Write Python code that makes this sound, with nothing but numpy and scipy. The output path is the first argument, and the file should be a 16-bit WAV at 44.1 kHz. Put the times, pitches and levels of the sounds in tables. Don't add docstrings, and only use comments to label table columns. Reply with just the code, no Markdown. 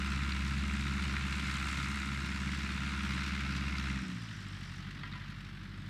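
import sys
import numpy as np
from scipy import signal
from scipy.fft import rfft, irfft, next_fast_len
from scipy.io import wavfile
from scipy.ndimage import uniform_filter1d, map_coordinates

SR = 44100
rng = np.random.default_rng(int(sys.argv[2]) if len(sys.argv) > 2 else 0)


def generate_wav(sig):
    pcm = np.round(np.clip(np.atleast_2d(sig).T, -1, 1) * 32767).astype(np.int16)
    wavfile.write(sys.argv[1], SR, pcm)


N = 259749

# knock/dB, injector/dB
CYLINDER_DB = [(1.9, -9), (2.4, -9), (-1, -12), (1.2, -6.5)]


def exhaust(firings, load):
    # t/s, level/dB
    boom_db = [(0, -37), (.64, -36.2), (1.3, -39), (2.2, -41), (3.5, -39.5), (3.9, -38.5), (3.99, -41),
               (4.07, -66), (4.3, -56), (4.7, -52), (5.89, -52)]
    orders = [1.25, 1.75, 2, 2.25, 2.5, 2.75, 3, 3.25, 3.75, 4, 4.25, 4.75]
    # full load/dB, half load/dB, no load/dB
    orders_db = [(-61, -56, -79), (-62, -65, -67), (-50.5, -50, -50.5), (-63, -54, -56.5),
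                 (-54.5, -80, -69), (-47, -67, -73), (-48, -43.5, -52.5), (-57, -71, -94),
                 (-90, -56, -57.5), (-57.5, -50, -60.5), (-60, -82, -57.5), (-65, -54, -73)]
    lag_turns = 0.22
    tones = amp(curves(boom_db)[0] + 0.18 * wobble(5.94)) * np.cos(2 * np.pi * firings)
    for order, db in zip(orders, orders_db):
        waver_db = 1.4 * wobble(6) + 0.9 * wobble(2.2)
        turns = order * firings + lag_turns + 0.073 * wobble(2.495)
        tones += amp(by_load(load, db[::-1]) + waver_db) * np.cos(2 * np.pi * turns)
    return np.sqrt(2) * tones


def knock(firings, load):
    # f/Hz, density/dB
    loaded_spectrum = [(250, -39), (420, -19.5), (475, -20), (819, -14), (1010, -4.5), (1120, -7.5),
                       (1370, 1.5), (1800, -1.5), (2130, 0.5), (2780, -3), (3080, -10.5), (3800, -8),
                       (6000, -26), (7800, -46), (13200, -120)]
    # f/Hz, density/dB
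    idle_spectrum = [(250, -46), (420, -30), (475, -15.5), (733, -13), (1140, -2), (1260, 0.5), (1910, 2),
                     (2280, -2.5), (3760, -6), (5430, -16), (6000, -43), (7800, -56), (13200, -120)]
    # f/Hz, width/Hz, level/dB
    modes = [(1035, 99, -1), (1301, 158, 5.5), (1394, 71, 6), (2115, 123, 3.5)]
    cylinder_db = [c[0] for c in CYLINDER_DB]
    fuelled = np.clip(2 * load - 1, 0, 1)
    steady = 0.42 + 0.62 * (1 - fuelled)
    shake = steady + bursts(firings, cylinder_db, start=0.075, rise=0.29, scatter_db=0.8)
    shake *= patchy(0.56)
    blend = np.sqrt(fuelled)
    rattle = blend * coloured(shake, loaded_spectrum) + (1 - blend) * coloured(shake, idle_spectrum)
    onsets = np.flatnonzero(np.diff(np.floor(firings - 0.2))) + 1
    blow_db = np.take(cylinder_db, firings[onsets].astype(int) % 4)
    blows = np.zeros(N)
    blows[onsets] = amp(blow_db + 0.55 * rng.standard_normal(len(onsets)))
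    block = lambda f: sum(amp(db) * (1j * f * width / (hz * hz - f * f + 1j * f * width)) ** 2
                          for hz, width, db in modes)
    ring = amp(-7.5 + 1.5 * wobble(3)) * fuelled * unit(filtered(blows, block))
    return amp(by_load(load, (-53, -51.5, -41))) * (rattle + ring)


def drone(load):
    # f/Hz, density/dB
    spectrum = [(15, -32), (25, -30), (46, -6.5), (76, -5.5), (92, -5), (120, -3), (175, 1.5), (206, 0),
                (253, -7), (298, -6.5), (370, -13), (471, -27.5), (850, -25.5), (1100, -62)]
    level_db = by_load(load, (-52.5, -49, -45.5)) + 0.96 * wobble(9)
    return amp(level_db) * coloured(patchy(0.5), spectrum)


def injectors(firings, load):
    # f/Hz, density/dB
    spectrum = [(4000, -12), (6000, -0.5), (7200, 2), (7800, 1), (8500, -1.5), (10000, -10.5),
                (12000, -15.5), (15200, -38)]
    swell = 1.36 + bursts(firings, [c[1] for c in CYLINDER_DB], start=0.076, rise=0.052, scatter_db=3)
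    return amp(by_load(load, (-69.5, -65.5, -59))) * coloured(swell * rng.standard_normal(N), spectrum)


def spreader_hum(firings, load):
    gear_order = 2 - 0.0432
    level_db = -69 + 20 * np.clip(2 * load, 0, 1) + wobble(2.862)
    return np.sqrt(2) * amp(level_db) * np.cos(2 * np.pi * (gear_order * firings + 0.84))


def spreader_hiss(firings, load):
    # f/Hz, density/dB
    spectrum = [(1470, -38), (2500, -7), (2780, -0.5), (3040, -4), (3960, -2), (5230, -8.5), (7970, -17.5),
                (13400, -31), (15100, -46)]
    swell = 0.47 + bursts(firings, [c[0] for c in CYLINDER_DB], start=0.12, rise=0.25, scatter_db=3.5)
    return amp(by_load(load, (-61, -63.5, -51))) * coloured(swell * patchy(1.6), spectrum)


def hitch_clanks():
    # t/s, relative level/dB, lowest-mode gain/dB, sustain/0-1
    contacts = [(4.875, -33, -20, 0.33), (5.034, -22.5, -8, 0.23), (5.062, -32, -15, 0.4),
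                (5.134, -29, -14, .5), (5.151, -32.5, 4, 0.7), (5.21, -33, -13, 0.47), (5.3, -39, 1, 0.55)]
    # f/Hz, level/dB, base t60/s
    modes = [(1001, -3, 0.18), (1246, -3, 0.05), (1362, -2, 0.096), (1626, -6, 0.15), (1890, -3, 0.13),
             (2030, 0.5, 0.072), (2540, -10, 0.055), (3240, -4, 0.047), (4470, -6, 0.024)]
    out, t = np.zeros(N + SR), np.arange(SR // 3) / SR
    attack = 1 - np.exp(-t / 0.00054)
    for start_s, contact_db, deep_db, sustain in contacts:
        ring = np.zeros(len(t))
        for hz, mode_db, t60_s in modes:
            level_db = mode_db + (hz < 1100) * deep_db + rng.normal(0, 0.99)
            decay_db = 60 * t / (t60_s * (0.61 + sustain))
            drift_turns = 0.0018 * np.cumsum(rng.standard_normal(len(t)))
            ring += amp(level_db - decay_db) * np.sin(2 * np.pi * (hz * t + drift_turns))
        out[round(start_s * SR):][:len(t)] += amp(contact_db - 17.5) * ring * attack
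    return out[:N]


def drum_ticks():
    # t/s, peak/dB, centre/Hz
    hits = [(0.3192, -29.5, 4070), (.6968, -31, 2290), (0.8676, -38, 2417), (1.165, -27, 2090),
            (1.5544, -32, 2985), (1.7903, -31, 3450), (3.2394, -41, 4514), (3.7824, -31, 4640),
            (3.9889, -42, 5453), (4.286, -39.5, 3286), (4.791, -51, 5006), (5.124, -39.5, 4230)]
    thud_hz, thud_db = (1310, 2940), -2
    out, t = np.zeros(N + SR), np.arange(SR // 40) / SR
    envelope = amp(-60 * t / 0.022) * (1 - np.exp(-t / 0.0005))

    def burst(band_hz):
        bandpass = signal.butter(3, band_hz, "bandpass", fs=SR, output="sos")
        return unit(signal.sosfilt(bandpass, rng.standard_normal(len(t)) * envelope))

    for start_s, peak_db, hz in hits:
        tick = burst([0.86 * hz, 1.14 * hz]) + amp(thud_db) * burst(thud_hz)
        out[round(start_s * SR):][:len(t)] += amp(peak_db) * tick / np.abs(tick).max()
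    return out[:N]


def fizz():
    # f/Hz, density/dB
    spectrum = [(3800, -23), (4800, -7), (5500, -6), (6000, -9), (6600, -44)]
    start_s, rise_s, sag_db_per_s = 2, 0.54, 1.5
    sag_db = sag_db_per_s * np.maximum(np.arange(N) / SR - start_s - rise_s, 0)
    return amp(-64 + 4 * ramp(start_s, rise_s) - sag_db) * coloured(patchy(3), spectrum)


def air():
    # f/Hz, density/dB
    spectrum = [(3240, -24), (5500, 2), (6380, -18), (7620, -4), (15100, -10)]
    return amp(-79.5) * coloured(rng.standard_normal(N), spectrum)


def amp(db):
    return 10 ** (np.asarray(db) / 20)


def unit(x):
    return x / np.sqrt(np.mean(x ** 2) + 1e-20)


def curves(rows):
    times_s, *columns = np.transpose(rows)
    return [np.interp(np.arange(N) / SR, times_s, c) for c in columns]


def ramp(start_s, length_s):
    return np.clip((np.arange(N) / SR - start_s) / length_s, 0, 1)


def by_load(load, db):
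    return np.interp(load, [0, 0.5, 1], db)


def wobble(knots_per_s):
    knots = rng.standard_normal(int(N * knots_per_s / SR) + 4)
    return map_coordinates(knots, [np.arange(N) * knots_per_s / SR])


def filtered(x, response):
    size = next_fast_len(N + SR // 2)
    return irfft(rfft(x, size) * response(np.fft.rfftfreq(size, 1 / SR)), size)[..., :N]


def coloured(x, spectrum):
    f, db = np.transpose(spectrum)
    return unit(filtered(x, lambda hz: amp(np.interp(np.log(hz + 1), np.log(f + 1), db, -120, -120))))


def patchy(depth_db):
    bins = signal.stft(rng.standard_normal(N + 512), nperseg=512)[2]
    patches = uniform_filter1d(uniform_filter1d(rng.standard_normal(bins.shape), 6, 0), 10, 1)
    return signal.istft(bins * amp(depth_db * unit(patches)), nperseg=512)[1][:N]


def bursts(firings, cylinder_db, start, rise, scatter_db):
    position = firings - start + 4
    index = position.astype(int)
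    excess = np.minimum(rng.exponential(size=index[-1] + 1), 2.6)
    size = amp(np.asarray(cylinder_db)[index % 4] + scatter_db * excess[index])
    age = (position - index) / rise
    return unit(size * age * np.exp(1 - age))


def scene():
    # t/s, firing rate/Hz
    revs = [(0, 69.48), (.5, 69.2), (.85, 70.16), (1.15, 69.9), (1.45, 69.23), (2.0, 69.5), (2.35, 69.95),
            (2.75, 69.55), (3.2, 70.07), (3.55, 69.3), (3.84, 68.6), (3.98, 65.97), (4.1, 60.9),
            (4.26, 54.93), (4.44, 49.8), (4.7, 46.2), (4.9, 48.31), (5.89, 48.1)]
    # t/s, load/0-1
    fuelling = [(0, 0.96), (3.9, 0.99), (4.02, 0.7), (4.13, 0.55), (4.22, 0.21), (4.4, 0.13), (4.6, 0.01),
                (5.89, 0.02)]
    # t/s, mid/dB, treble/dB
    carry = [(0, 0.5, -0.5), (.6, -1, 0.5), (1.3, 1, 1), (1.72, 1, 4.5), (2.1, -0.5, 0.5), (2.45, -1, 0.5),
             (3.2, 0.64, -2.5), (3.8, -1.5, -5), (4.1, 0, 0), (5.3, -1, 1), (5.65, -3.5, 1), (5.89, -3, 6)]
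    firings = np.cumsum(curves(revs)[0]) / SR
    load = curves(fuelling)[0]
    mid_db, treble_db = curves(carry)
    dull_db = -11.5 * ramp(4.79, 0.04)
    low = exhaust(firings, load) + spreader_hum(firings, load) + drone(load)
    high = (amp(mid_db) * knock(firings, load)
            + amp(1.6 * mid_db) * spreader_hiss(firings, load)
            + amp(dull_db) * fizz()
            + amp(treble_db + dull_db) * injectors(firings, load))
    return (low + high + hitch_clanks() + drum_ticks() + air())[None]


def record(dry):
    cutoff_hz = 15250
    return filtered(dry, lambda hz: hz < cutoff_hz)


dry = scene()
out = record(dry)
generate_wav(out)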